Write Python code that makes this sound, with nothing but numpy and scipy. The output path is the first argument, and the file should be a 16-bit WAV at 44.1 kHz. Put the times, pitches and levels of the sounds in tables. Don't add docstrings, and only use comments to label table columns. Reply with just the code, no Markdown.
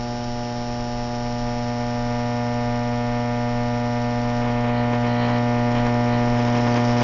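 import sys
import numpy as np
from scipy import signal
from scipy.fft import rfft, irfft
from scipy.io import wavfile
from scipy.ndimage import uniform_filter1d, map_coordinates

SR = 44100
rng = np.random.default_rng(int(sys.argv[2]) if len(sys.argv) > 2 else 0)


def to_wav(s):
    ch = np.atleast_2d(s).T
    pcm = np.round(np.clip(ch, -1, 1) * 32767)
    wavfile.write(sys.argv[1], SR, pcm.astype(np.int16))


N = 310023

STRIKE_HZ = 120
LAG_MS = 0.21
RESTING_OFFSET_MS = 0.005
FLOOR_DB = -34.5
EDGE_HZ = 7200
TAPS = 16384

# frequency in Hz, relative density in dB.
FLOOR_COLOUR = [(8, -14.5), (25, 3), (45, -11.5), (80, -13.5), (200, -20.5), (450, -25), (1000, -26),
                (2000, -30), (4000, -33.5), (5800, -40), (6300, -51.5), (7200, -48.5)]
# delay in ms, strength as a factor.
REFLECTIONS = [(.84, .7), (2.67, .8), (4.93, .58)]
# time in seconds, random scatter of the strikes in ms.
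UNREST = [(0, .004), (1.3, 0.0066), (3.95, 0.013), (4.4, .028), (5.45, 0.021), (6.2, 0.027), (7.03, 0.045)]
# centre in seconds, added scatter in ms,
# half length in seconds, roar relative to the hum in dB.
GUSTS = [(4.463, 0.025, .04, -17), (4.675, 0.024, .03, -22), (4.943, 0.054, 0.015, -13.5),
         (5.057, .025, .025, -19), (5.296, 0.034, 0.025, -13), (5.764, 0.047, .028, -18),
         (5.872, 0.02, 0.015, -8), (6.383, .02, .02, -18.5), (6.481, .025, 0.017, -21),
         (6.57, 0.035, .024, -17.5), (6.675, 0.035, 0.012, -12), (6.768, 0.056, 0.016, -8),
         (7.023, .045, 0.018, -16)]
# centre in seconds,
# added offset of either polarity in ms, half length in seconds.
SPELLS = [(4.78, .05, .04), (5.108, 0.055, 0.032), (5.232, 0.1, 0.041), (5.355, .068, 0.028),
          (5.605, .03, 0.025), (5.8, .035, 0.032), (6.144, 0.051, .035)]
# multiple of the strike rate, mean level in dB for strikes without scatter.
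WHINE = [(39, -44.5), (43, -53), (44, -70.5)]
# frequency in Hz, relative density in dB.
RATTLE_COLOUR = [(300, -13), (1030, 0.5), (1600, -9), (1850, -2), (2400, -2.5), (2750, -10), (3100, -4),
                 (3500, -16), (4200, -2), (6000, -25.5), (7000, -33)]
# frequency in Hz, relative density in dB.
FLARE_COLOUR = [(100, -12), (290, -5), (390, -9.5), (470, 1), (750, 4), (1030, 3), (1350, -5), (2000, -7.5),
                (3500, -31)]
# frequency in Hz, relative density in dB.
SPUTTER_COLOUR = [(60, -19), (150, 1.5), (290, 5.5), (390, -3), (480, 4.5), (750, -6), (1050, 4.5),
                  (1300, -10), (1620, -3), (1850, -7.5), (2500, -6.5), (2750, -11), (3100, -7.5),
                  (3500, -13), (6000, -27.5)]
# frequency in Hz, relative density in dB.
SNAP_COLOUR = [(1500, -36.5), (2600, -22), (3150, -8.5), (3450, -9.5), (3750, -5), (4400, -14), (4700, 2),
               (4950, -2), (5200, 1.5), (5850, -4.5), (6150, -7.5), (7100, -19.5)]
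# time in seconds, treble level in dB outside the lopsided spells.
SNAP_LEVEL = [(0, -43.5), (1.3, -43.5), (3.25, -47.5), (4.35, -46.5), (4.75, -55.5), (5.05, -49),
              (6.15, -46.5), (7.03, -40.3)]
# time in seconds, joint level of the two lowest partials in dB,
# trend of the overtones relative to them in dB.
HUM_LEVEL = [(0.0, -29.5, -5), (1.13, -29, -4), (1.27, -27.5, -5), (2.33, -25, -5.5), (4.17, -24, -6),
             (4.84, -22, -6.5), (6.99, -20, -7.5), (7.03, -20.5, -4.5)]
# time in seconds, length from 0 (short) to 1 (long), lift of the third partial in dB.
FLAME = [(0, 0.53, 3), (1.0, 0.58, 2.5), (2.1, 0.69, -9.5), (3.2, 0.73, -22.5), (4.2, 0.71, -10),
         (4.8, 0.74, -0.5), (5.8, 0.73, 3.5), (7.03, 0.73, 7)]
# multiple of the strike rate, relative level in dB.
SHORT_FLAME = [(1, 7.5), (2, 11.5), (3, 10.5), (4, -4), (5, 7), (6, 9), (7, 17), (8, -16), (9, -60.5),
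               (10, -10.5), (11, -43.5), (12, -20.5), (13, -10.5), (14, -42), (15, -25.5), (16, -36.5),
               (17, -31), (18, -42.5), (19, -28.5), (20, -35.5), (21, -47), (22, -21.5), (23, -58.5),
               (24, -23.5)]
# multiple of the strike rate, relative level in dB.
LONG_FLAME = [(1, 14), (2, 13.5), (3, -23.5), (4, -2.5), (5, -1.5), (6, -3.5), (7, -12.5), (8, -5), (9, -7),
              (10, -13.5), (11, -8.5), (12, -14), (13, -24.5), (14, -43), (15, -9), (16, -12.5),
              (17, -15.5), (18, -7.5), (19, -24), (20, -17), (21, -15.5), (22, -32), (23, -48.5), (24, -26)]
# multiple of the mains frequency, relative level in dB.
LOPSIDED = [(3, -31.5), (5, -28.5), (13, -35.5), (15, -35.5), (17, -27.5), (29, -39), (31, -29),
            (33, -29.5), (39, -37.5), (41, -36), (49, -36), (51, -33.5)]


def amp(db):
    return 10 ** (np.asarray(db) / 20)


def unit(x):
    return x / np.sqrt(np.mean(x ** 2) + 1e-20)


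def curve(rows, t):
    s, *columns = np.transpose(rows)
    return [np.interp(t, s, column) for column in columns]


def colour(points, size):
    hz, db = np.transpose(points)
    bins_hz = np.fft.rfftfreq(size, 1 / SR)
    return np.interp(np.log(bins_hz + 1), np.log(hz + 1), db)


def causal_phase(db):
    circle = np.concatenate([db, db[-2:0:-1]]) * np.log(10) / 20
    return -signal.hilbert(circle).imag[:len(db)]


def band_rms(x, lo_hz, hi_hz):
    hz = np.fft.rfftfreq(len(x), 1 / SR)
    band = rfft(x)[(hz > lo_hz) & (hz < hi_hz)]
    return np.sqrt(2 * np.sum(abs(band) ** 2)) / len(x)


def drift(t, rate_hz):
    knots = rng.standard_normal(1024)
    return unit(map_coordinates(knots, [t * rate_hz], order=2, mode="wrap"))


def bump(t, s, half):
    return np.exp(-0.5 * ((t - s) / half) ** 2)


def room_floor(swell_db=0.5, swell_hz=4, rumble_hz=60):
    spectrum = rfft(rng.standard_normal(N)) * amp(colour(FLOOR_COLOUR, N))
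    sound = unit(irfft(spectrum, N))
    lowpass = signal.butter(2, rumble_hz, fs=SR, output="sos")
    rumble = signal.sosfiltfilt(lowpass, sound)
    swell = unit(amp(swell_db * drift(np.arange(N) / SR, swell_hz)))
    return amp(FLOOR_DB) * (sound + rumble * (swell - 1))


def reflections(hz):
    return sum(size * np.exp(-2j * np.pi * hz * ms / 1000) for ms, size in REFLECTIONS)


def room(early, wet_db, t60):
    t, hz = np.arange(TAPS) / SR, np.fft.rfftfreq(TAPS, 1 / SR)
    tail = rng.standard_normal(TAPS) * np.exp(-np.log(1000) * t / t60)
    diffuse = amp(wet_db) * rfft(tail / np.linalg.norm(tail))
    response = 1 + early * reflections(hz) + diffuse
    return response / np.sqrt(uniform_filter1d(abs(response) ** 2, size=90))


def strike_times():
    return np.arange(int(N / SR * STRIKE_HZ) + 1) / STRIKE_HZ


def flutter(t):
    gusts = sum(ms * bump(t, s, half) for s, ms, half, _ in GUSTS)
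    return curve(UNREST, t)[0] + gusts


def polarity(t):
    return RESTING_OFFSET_MS + sum(ms * bump(t, s, half) for s, ms, half in SPELLS)


def strike_delays():
    t = strike_times()
    by_chance = flutter(t) * rng.standard_normal(len(t))
    by_polarity = polarity(t) * (-1) ** np.arange(len(t))
    return by_chance + by_polarity


def strikes(times, sizes, points, space):
    at = np.round(times * SR).astype(int)[:, None] + np.arange(-8, 9)
    offset = at - times[:, None] * SR
    clicks = sizes[:, None] * np.sinc(offset) * np.sinc(offset / 9)
    train = np.bincount(at.ravel() % (2 * N), clicks.ravel(), 2 * N)[:N]
    db = colour(points, TAPS)
    response = irfft(amp(db) * np.exp(1j * causal_phase(db)) * space)
    return signal.oaconvolve(train, response)[:N]


def whine(calm_ms=0.006, waver_db=2.0, waver_hz=14):
    t = np.arange(N) / SR
    lines = 0
    for k, db in WHINE:
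        level = amp(db + waver_db * drift(t, waver_hz))
        cycles = round(k) * STRIKE_HZ * t + rng.random()
        lines = lines + level * np.cos(2 * np.pi * cycles)
    return np.sqrt(2) * lines * np.exp(-flutter(t) / calm_ms)


def rattle(rattle_db=-18.0, full_ms=0.07, scatter_ms=0.04, early=1.0, wet_db=9.5, t60=0.11):
    strike_t, t = strike_times(), np.arange(N) / SR
    late_ms = LAG_MS + scatter_ms * rng.standard_normal(len(strike_t))
    signs = (-1.0) ** np.arange(len(strike_t))
    sound = strikes(strike_t + late_ms / 1000, signs, RATTLE_COLOUR, room(early, wet_db, t60))
    level = amp(rattle_db + curve(HUM_LEVEL, t)[0])
    return unit(sound) * polarity(t) / full_ms * level


def flares(early=1.0, wet_db=6.5, t60=0.098):
    strike_t, t = strike_times(), np.arange(N) / SR
    sizes = rng.standard_normal(len(strike_t))
    sound = strikes(strike_t, sizes, FLARE_COLOUR, room(early, wet_db, t60))
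    sound /= np.sqrt(uniform_filter1d(sound ** 2, size=1500) + 1e-12)
    swell = sum(amp(db) * bump(t, s, half) for s, _, half, db in GUSTS)
    return sound * swell * amp(curve(HUM_LEVEL, t)[0])


def sputter(sputter_db=-15.5, calm_db=-24.0, gust_ms=0.059, surge=0.93,
            early=1.0, wet_db=11.0, t60=0.39, flicker_db=0.7, flicker_hz=18):
    strike_t, t = strike_times(), np.arange(N) / SR
    sizes = rng.standard_normal(len(strike_t))
    sizes /= np.sqrt(uniform_filter1d(sizes ** 2, size=4))
    sound = strikes(strike_t + LAG_MS / 1000, sizes, SPUTTER_COLOUR, room(early, wet_db, t60))
    sound /= band_rms(sound, 900, 3200)
    flicker = flicker_db * drift(t, flicker_hz)
    gust = amp(sputter_db + flicker) * (flutter(t) / gust_ms) ** surge
    return sound * np.hypot(amp(calm_db), gust) * amp(curve(HUM_LEVEL, t)[0])


def snap(delay_ms, uneven=0.16, wet_db=-2.0, t60=0.21, spell_db_per_ms=-45):
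    strike_t, t = strike_times(), np.arange(N) / SR
    scatter_ms = flutter(strike_t)
    late, strong = rng.standard_normal((len(strike_t), 2)).T
    first_ms = LAG_MS + delay_ms + scatter_ms * late / 2
    second_ms = LAG_MS + delay_ms + 0.72
    sizes = np.exp((uneven + 4.5 * scatter_ms) * strong)
    sizes /= np.sqrt(uniform_filter1d(sizes ** 2, size=16))
    space = room(0, wet_db, t60)
    sound = strikes(strike_t + first_ms / 1000, 0.65 * sizes, SNAP_COLOUR, space)
    sound += strikes(strike_t + second_ms / 1000, sizes, SNAP_COLOUR, space)
    sound /= band_rms(sound, 4600, 6200)
    return sound * amp(curve(SNAP_LEVEL, t)[0] + spell_db_per_ms * polarity(t))


def pulse_phase(hz, diffuse=2.12, diffuse_hz=1200):
    cooling = 1 / (1 + 1j * hz / 230)
    reflected = 1j * hz / (500 + 1j * hz)
    scattered = diffuse / (1 + (diffuse_hz / hz) ** 8) * (rng.standard_normal(2) @ [1, 1j])
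    arrival = cooling * (1 + reflected * reflections(hz) + scattered)
    return np.angle(arrival) - 2 * np.pi * hz * LAG_MS / 1000


def hum(delay_ms, overtone_db=2.0, upper_db=2.0, odd_db=1.0, odd_at_ms=0.02,
        waver_db=0.11, overtone_waver_db=0.31, waver_hz=26):
    t, strike_t = np.arange(N) / SR, strike_times()
    level, overtones = curve(HUM_LEVEL, strike_t)
    length, third_lift = curve(FLAME, strike_t)
    (k, short), (_, long) = np.transpose(SHORT_FLAME), np.transpose(LONG_FLAME)
    k = np.round(k)
    db = short[:, None] + (long - short)[:, None] * length
    db[k == 3] += third_lift

    base, middle, upper = k <= 2, (k > 3) & (k < 8), k >= 8
    base_power_db = 10 * np.log10((amp(db[base]) ** 2).sum(0))
    middle_power_db = 10 * np.log10((amp(db[middle]) ** 2).sum(0))
    db[base] += level - base_power_db
    db[~base] += level + overtones + overtone_db - middle_power_db
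    db[upper] += upper_db
    db[~base] += overtone_waver_db * drift(strike_t, waver_hz)
    db += waver_db * drift(strike_t, waver_hz)

    lopsided = np.sqrt(abs(polarity(strike_t)) / odd_at_ms)
    partials = list(zip(k * STRIKE_HZ, amp(db)))
    for odd, relative_db in LOPSIDED:
        size = lopsided * amp(level + odd_db + relative_db)
        partials.append((round(odd) * STRIKE_HZ / 2, size))

    held_ms = uniform_filter1d(delay_ms[(t * STRIKE_HZ).astype(int)], size=60)
    clock = t - held_ms / 1000
    pulse = 0
    for hz, size in partials:
        wave = np.cos(2 * np.pi * hz * clock + pulse_phase(hz))
        pulse = pulse + np.interp(t, strike_t, size) * wave
    return -np.sqrt(2) * pulse


def scene():
    delay_ms = strike_delays()
    background = room_floor()
    unsteady = whine() + rattle() + flares() + sputter()
    arc = snap(delay_ms) + hum(delay_ms)
    return (background + unsteady + arc)[None]


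def record(dry):
    lowpass = signal.firwin(511, EDGE_HZ, window=("kaiser", 9), fs=SR)
    return signal.oaconvolve(dry, lowpass[None], "same")


dry = scene()
out = record(dry)
to_wav(out)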